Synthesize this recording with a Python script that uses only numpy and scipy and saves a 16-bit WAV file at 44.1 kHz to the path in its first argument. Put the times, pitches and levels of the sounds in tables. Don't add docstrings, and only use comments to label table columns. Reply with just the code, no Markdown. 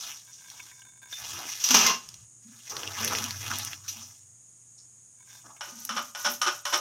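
import sys
import numpy as np
from scipy import signal
from scipy.fft import rfft, irfft, next_fast_len
from scipy.io import wavfile
from scipy.ndimage import uniform_filter1d

SR = 44100
rng = np.random.default_rng(int(sys.argv[2]) if len(sys.argv) > 2 else 0)


def unload_wav(signal):
    wavfile.write(
        sys.argv[1],
        SR,
        np.round(np.clip(np.atleast_2d(signal).T, -1, 1) * 32767).astype(np.int16),
    )


N = 299924
T = np.arange(N) / SR


# (time [s], level [dB], bass gain [dB])
TIPPING = [(1.085, -61, -9), (1.135, -42, -17.5), (1.275, -36, -11.5), (1.459, -40, -3.5),
           (1.505, -34, -18.5), (1.62, -37.5, -24)]
# (time [s], level [dB], bass gain [dB])
LAYING = [(2.42, -70.5, -5.5), (2.652, -51.5, -16.5), (2.724, -42, 1), (2.96, -40, -7.5),
          (2.976, -32.5, -7.5), (3.17, -32, -2), (3.382, -42, -13), (3.538, -34.5, -2),
          (3.598, -32.5, -11.5), (3.78, -50.5, -10)]
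# (time [s], duration [s], level [dB], bass gain [dB])
BRUSHES = [(-.1, 0.21, -40.5, -13), (0.175, 0.36, -57, -18), (0.43, 0.25, -52, -10), (3.75, 0.29, -46, -12),
           (5.238, .15, -56, -10), (5.43, .06, -62, 12)]
def rubbing():
    moves = [(undb(db), bass_db) for db, bass_db in (curves(TIPPING), curves(LAYING))]
    for start, length, db, bass_db in BRUSHES:
        moves.append((undb(db) * burst(start, rise=0.53 * length, t60=0.42, length=length), bass_db))
    power = sum(gain ** 2 for gain, _ in moves)
    bass_power = sum((gain * undb(bass_db)) ** 2 for gain, bass_db in moves)
    return 10 * np.log10(power), 10 * np.log10(bass_power / power)


# (frequency [Hz], level [dB])
WEAVE_SPECTRUM = [(50, -22.5), (110, 0), (160, -24), (235, -4.5), (400, -18), (1100, -3), (2100, -8.5),
                  (3300, -5), (4600, -10.5), (6000, 0), (7900, -19.5), (13500, -17.5), (16000, -26.5)]
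def sacks():
    db, bass_db = rubbing()
    slips = colour(grains(rate=2200, spread_db=3) * undb(1.097 * walk(110)), WEAVE_SPECTRUM)
    size = next_fast_len(N)
    spectrum = rfft(slips, size)
    octave = np.log2(np.linspace(1, SR / 2, len(spectrum)) / 1000)
    light_touch_db = np.clip(0.23 * (-34 - db), 0, 12) + 2
    rustle = 0
    for centre in np.arange(-4, 4.5, 0.5):
        band = np.maximum(1 - 2 * abs(octave - centre), 0)
        fold = irfft(spectrum * band, size)[:N]
        bass, treble = np.clip(1.2 - centre, 0, 1), np.clip(2 * (centre - 2), 0, 1)
        tilt_db = bass * (bass_db + 7.5) + treble * light_touch_db
        flicker_db = 4.32 * (1 - treble / 2) * walk(42)
        rustle += fold * undb(db + tilt_db + flicker_db - 2.5)
    return rustle + undb(-10) * scatter(rustle, t60=0.24)


# (time [s], level [dB], centre frequency [Hz])
SNAPS = [(0.501, -31, 5750), (1.689, -14.5, 6150), (2.089, -29.5, 6600), (2.142, -34, 6160),
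         (2.767, -23.5, 3450), (2.833, -24.5, 1990), (2.876, -24, 3370), (3.047, -13.5, 9100),
         (3.078, -20, 4080), (3.151, -19.5, 3000), (3.186, -18.5, 4180), (3.241, -17.5, 6900),
         (3.308, -21, 4360), (3.515, -24, 1760), (3.586, -16, 10100), (3.649, -19, 9000),
         (3.732, -25, 2720), (5.851, -16, 12000)]
def snaps():
    crackle = rng.standard_normal(N)
    clicks = 0
    for start, db, hz in SNAPS:
        force = undb(-13) * crackle * burst(start, rise=0.0003, t60=0.01)
        force[int(start * SR)] += 1
        crease_spectrum = [(hz / 12, -38), (hz / 3.5, -18), (hz, 0), (hz * 4, -20)]
        clicks += undb(db + 5.5) * colour(force, crease_spectrum, size=512)
    snap = undb(-1) * colour(clicks, WEAVE_SPECTRUM) + undb(-4) * clicks
    return snap + undb(-9) * scatter(snap, t60=0.07)


# (catch time [s], catch level [dB], scrape time [s], scrape level [dB],
# scrape rise [s], slide level [dB], slide duration [s], contact frequency [Hz], edge gain [dB])
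STROKES = [(5.608, -36, 5.665, -41.5, 0.0092, -48, .27, 950, -5),
           (5.891, -33, 5.956, -26.5, 0.012, -48.5, .2, 1250, -2),
           (6.148, -38.5, 6.244, -24, 0.0074, -41, 0.2, 1020, 3),
           (6.4145, -28, 6.457, -23, 0.0092, -45, 0.16, 1350, 4.5),
           (6.652, -32, 6.72, -22, 0.015, -39.5, 0.13, 1020, 5)]
# (frequency [Hz], level [dB])
SCRAPE_SPECTRUM = [(120, -49), (230, -13.5), (400, -11.5), (700, -2), (1300, 3.5), (2100, -7), (3000, -2),
                   (4600, -15), (5550, 2.5), (7700, -18.5), (12000, -15), (16000, -32)]
# (frequency [Hz], energy level [dB], T60 [s])
PORCELAIN_MODES = [(371, -5, 0.12), (585.4, -1.5, 0.2), (860.6, -3, 0.2), (1087, -2.5, 0.09),
                   (1228, 6.5, 0.2), (1467, 4, 0.1), (2946, -4, 0.1), (5290, -4.5, 0.2), (5658, -5.5, 0.2)]
# (frequency [Hz], level [dB])
FINE_GRIT_SPECTRUM = [(1000, -15.5), (4600, -7), (6000, 7.5), (8000, -9), (16000, -19)]
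def strokes():
    mode_spread_db = 4.5
    low, high = split(grains(rate=5500, spread_db=2), hz=5700)
    _, light_friction = split(low + undb(-5) * high, hz=630)
    heavy_friction = low + undb(-13) * high
    forces = contact = porcelain = sliding = 0
    for catch_s, catch_db, scrape_s, scrape_db, rise, slide_db, slide_s, contact_hz, edge_db in STROKES:
        crack = burst(catch_s, rise=0.0017, t60=0.036)
        catch = undb(catch_db) * (crack + burst(catch_s, rise=0.0017, t60=0.36))
        slide = undb(slide_db) * burst(catch_s, rise=0.042, t60=0.24, length=slide_s)
        press = undb(scrape_db) * burst(scrape_s, rise, t60=0.19, length=0.022)
        body, edge = split(catch * light_friction + press * heavy_friction, hz=4700)
        force = body + undb(edge_db) * edge
        drive = force + undb(-6) * slide * light_friction
        modes = [(hz, db + mode_spread_db * rng.uniform(-1.1, 1), t60) for hz, db, t60 in PORCELAIN_MODES]
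        forces += force
        contact += narrow(drive, contact_hz)
        porcelain += ring(drive, modes)
        sliding += slide
    scrape = colour(forces, SCRAPE_SPECTRUM) + undb(-10) * contact
    fine_grit = grains(rate=4500, spread_db=1.8) * undb(2 * walk(60))
    hiss = colour(sliding * fine_grit, FINE_GRIT_SPECTRUM)
    spurts = unit(rng.standard_normal(N) * undb(5.9 * np.minimum(walk(150), 2)))
    spatter = undb(-7.5) * narrow(sliding * spurts, hz=12200)
    reflections = undb(-12) * scatter(scrape, t60=0.3)
    return undb(-4.5) * scrape + reflections + undb(-6.5) * porcelain + hiss + spatter


# (time [s], level [dB], bass gain [dB])
DRAG = [(1.6, -34, -14), (1.69, -27.5, -1.5), (1.77, -18.5, 6), (1.85, -25, 9.5), (1.905, -29, 14.5),
        (2.0, -49.5, 7), (2.25, -61, 0)]
# (time [s], level [dB], T60 [s], bass gain
# [dB])
JOLTS = [(1.639, -19.5, 0.12, -27), (1.706, -16, 0.047, 4.5), (1.743, -14.5, 0.072, 11.5),
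         (1.864, -13.5, 0.049, -7), (2.696, -29.5, 0.12, -20), (3.88, -26, 0.15, -47)]
# (frequency [Hz], level [dB])
GRIT_SPECTRUM = [(100, -29), (235, -12.5), (500, -12.5), (1300, -6), (1900, -11.5), (3000, -4.5),
                 (4600, -6.5), (6100, 7.5), (7700, -14.5), (10000, -19.5), (13000, -9), (16000, -23.5)]
# (frequency [Hz], energy level [dB], T60 [s])
WALL_MODES = [(239, -3, 0.17), (1060, -2, 0.36), (2774, -6, 0.22), (5052, -3.5, 0.26)]
def grind():
    db, bass_db = curves(DRAG)
    low, high = split(grains(rate=12000, spread_db=1) * undb(0.71 * walk(160)), hz=2200)
    force = undb(db) * (undb(bass_db) * low + high)
    for start, jolt_db, t60, jolt_bass_db in JOLTS:
        force += undb(jolt_db) * burst(start, rise=0.0008, t60=t60) * (undb(jolt_bass_db) * low + high)
    crunch = colour(force, GRIT_SPECTRUM)
    reflections = undb(-11.5) * scatter(crunch, t60=0.22)
    return undb(-3) * crunch + reflections + undb(-16.5) * ring(force, WALL_MODES)


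# (time [s], level [dB], frequency [Hz], rise [s], T60 [s])
PINGS = [(1.863, -23, 2063, 0.0049, 0.13), (1.83, -23.5, 1065, 0.074, 0.21)]
def pings():
    return sum(undb(db) * burst(start, rise, t60) * wavering_tone(hz, waver_hz=37.2, rate=600)
               for start, db, hz, rise, t60 in PINGS)


# (time [s], level [dB])
BOOMS = [(1.702, -29.5), (2.445, -50), (3.0, -40.5), (3.2, -41), (3.5, -47.5), (3.95, -55), (5.72, -49.5),
         (5.9, -42), (6.26, -46)]
def hollow():
    air = wavering_tone(hz=232, waver_hz=17, rate=110) * undb(2 * walk(70))
    return air * sum(undb(db) * burst(start, rise=0.011, t60=0.4, length=0.052) for start, db in BOOMS)


# (time [s], level [dB], centre frequency [Hz])
KNOCKS = [(.598, -46, 2500), (.712, -49.5, 2000), (.817, -53, 3000), (1.125, -39, 3575), (5.565, -52, 2660)]
# (frequency [Hz], energy level [dB], T60 [s])
VALVE_MODES = [(999, -5, 0.05), (1590, 0, 0.04), (2223, -4, 0.07), (3575, -3, 0.24)]
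def valve():
    hand_at_work = np.interp(T, [1.3, 1.6, 5.15, 5.35, 5.5], [1, 0, 0, 1, 0])
    rattle = grains(rate=90, spread_db=1.5) * hand_at_work * undb(-64 + 4.5 * walk(16))
    crack = rng.standard_normal(N)
    knocks = contact = 0
    for start, db, hz in KNOCKS:
        force = undb(db) * crack * burst(start, rise=0.002, t60=0.045)
        knocks += force
        contact += narrow(force, hz)
    impacts = rattle + knocks
    return contact + undb(-8) * impacts + ring(impacts + contact / 2, VALVE_MODES)


# (time [s], level [dB], centre frequency [Hz])
SCUFFS = [(.32, -48, 5900), (1.385, -43, 750), (4.775, -51, 5520), (6.305, -36, 12600)]
def scuffs():
    slips = grains(rate=1100, spread_db=1.5)
    return sum(undb(db) * narrow(slips * burst(start, rise=0.015, t60=0.2), hz)
               for start, db, hz in SCUFFS)


# (time [s], level [dB], centre frequency [Hz])
BUMPS = [(1.2, -58, 105), (2.04, -58, 105), (2.705, -52, 430), (2.998, -45.5, 440)]
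def bumps():
    slips = grains(rate=2500, spread_db=2.5)
    thuds = 0
    for start, db, hz in BUMPS:
        rumble = colour(slips, [(hz / 3, -25), (hz, 0), (hz * 10, -65)])
        thuds += undb(db) * burst(start, rise=0.028, t60=0.22, length=0.19) * rumble
    return thuds


# (time [s], level [dB])
DRONE_SWELL = [(2.79, -70), (2.89, -49), (3.5, -43), (3.72, -50.5), (4.35, -69)]
def drone():
    db, = curves(DRONE_SWELL)
    note = wavering_tone(hz=96.6, waver_hz=1.2, rate=13) * undb(1.3 * walk(5.9))
    rumble = narrow(rng.standard_normal(N), hz=110)
    return undb(db) * (note + undb(-4) * rumble)


# (frequency [Hz], level [dB])
AMBIENT_SPECTRUM = [(30, -32), (115, -6), (440, -22), (4300, -29.5), (5800, -19.5), (6700, 2.5),
                    (7450, -10.5), (9000, -8), (11200, -27), (16000, -47)]
def background():
    hum = wavering_tone(hz=118, waver_hz=1.8, rate=24) * undb(1.9 * walk(1.2))
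    hiss = colour(rng.standard_normal(N), AMBIENT_SPECTRUM)
    return undb(-54.5) * hiss + undb(-66) * hum


def close_walls(x):
    echoes = [(0.0024, 0.25), (0.0037, -0.22), (0.0061, 0.2)]  # (delay [s], gain [ratio])
    reflected = sum(gain * np.interp(T - delay, T, x) for delay, gain in echoes)
    return (x + reflected) / np.sqrt(1 + sum(gain ** 2 for _, gain in echoes))


def scatter(x, t60):
    tail = rng.standard_normal(N) * burst(0, rise=0.00098, t60=t60)
    return through(x, tail[:SR // 2])


def ring(x, modes):
    t = T[:SR // 2]
    response = sum(undb(db) / np.sqrt(t60) * np.exp(-np.log(1000) * t / t60) * np.cos(2 * np.pi * hz * t)
                   for hz, db, t60 in modes)
    return through(x, response)


def grains(rate, spread_db):
    size = undb(spread_db * np.minimum(rng.exponential(size=N), 4))
    return unit((rng.random(N) < rate / SR) * size * rng.choice([-1, 1], N))


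def wavering_tone(hz, waver_hz, rate):
    return np.sin(2 * np.pi * np.cumsum(hz + waver_hz * walk(rate)) / SR)


def walk(rate):
    span = max(int(SR / rate), 2)
    steps = np.repeat(rng.standard_normal(N // span + 1), span)
    return unit(uniform_filter1d(steps, span)[:N])


def burst(start, rise, t60, length=0):
    hold = max(rise, length)
    sounding = (T > start) & (T < start + hold + 2 * t60)
    age, envelope = T[sounding] - start, np.zeros(N)
    decay = np.exp(-np.log(1000) * np.maximum(age - hold, 0) / t60)
    envelope[sounding] = np.minimum(age / rise, 1) * decay
    return envelope


def curves(rows):
    times, db, *rest = np.transpose(rows)
    return [np.interp(T, times, db, left=-120, right=-120)] + [np.interp(T, times, c) for c in rest]


def colour(x, points, size=4096):
    hz, db = np.transpose(points)
    bins_hz = np.maximum(np.arange(size // 2 + 1) * SR / size, 1)
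    magnitude = undb(np.interp(np.log(bins_hz), np.log(hz), db))
    cepstrum = irfft(np.log(magnitude))
    cepstrum[1:size // 2] *= 2
    cepstrum[size // 2 + 1:] = 0
    return through(x, irfft(np.exp(rfft(cepstrum))))


def narrow(x, hz):
    return colour(x, [(hz / 2, -38), (hz, 0), (hz * 2, -42)])


def split(x, hz):
    return [sign * signal.sosfilt(signal.butter(2, min(hz, SR / 3), kind, fs=SR, output="sos"), x)
            for kind, sign in (("low", 1), ("high", -1))]


def through(x, response):
    return signal.oaconvolve(x, response / np.linalg.norm(response))[:N]


def unit(x):
    return x / np.sqrt(np.mean(x ** 2))


def undb(db):
    return 10 ** (np.asarray(db) / 20)


def scene():
    handling = close_walls(sacks() + grind()) + valve() + snaps() + scuffs() + strokes() + pings()
    return (handling + hollow() + bumps() + drone() + background())[None]


def record(dry):
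    ceiling, cutoff_hz = 0.8, 15800
    rounded = dry / (1 + (dry / ceiling) ** 6) ** (1 / 6)
    return signal.sosfilt(signal.ellip(10, 0.2, 80, cutoff_hz, fs=SR, output="sos"), rounded)


dry = scene()
out = record(dry)
unload_wav(out)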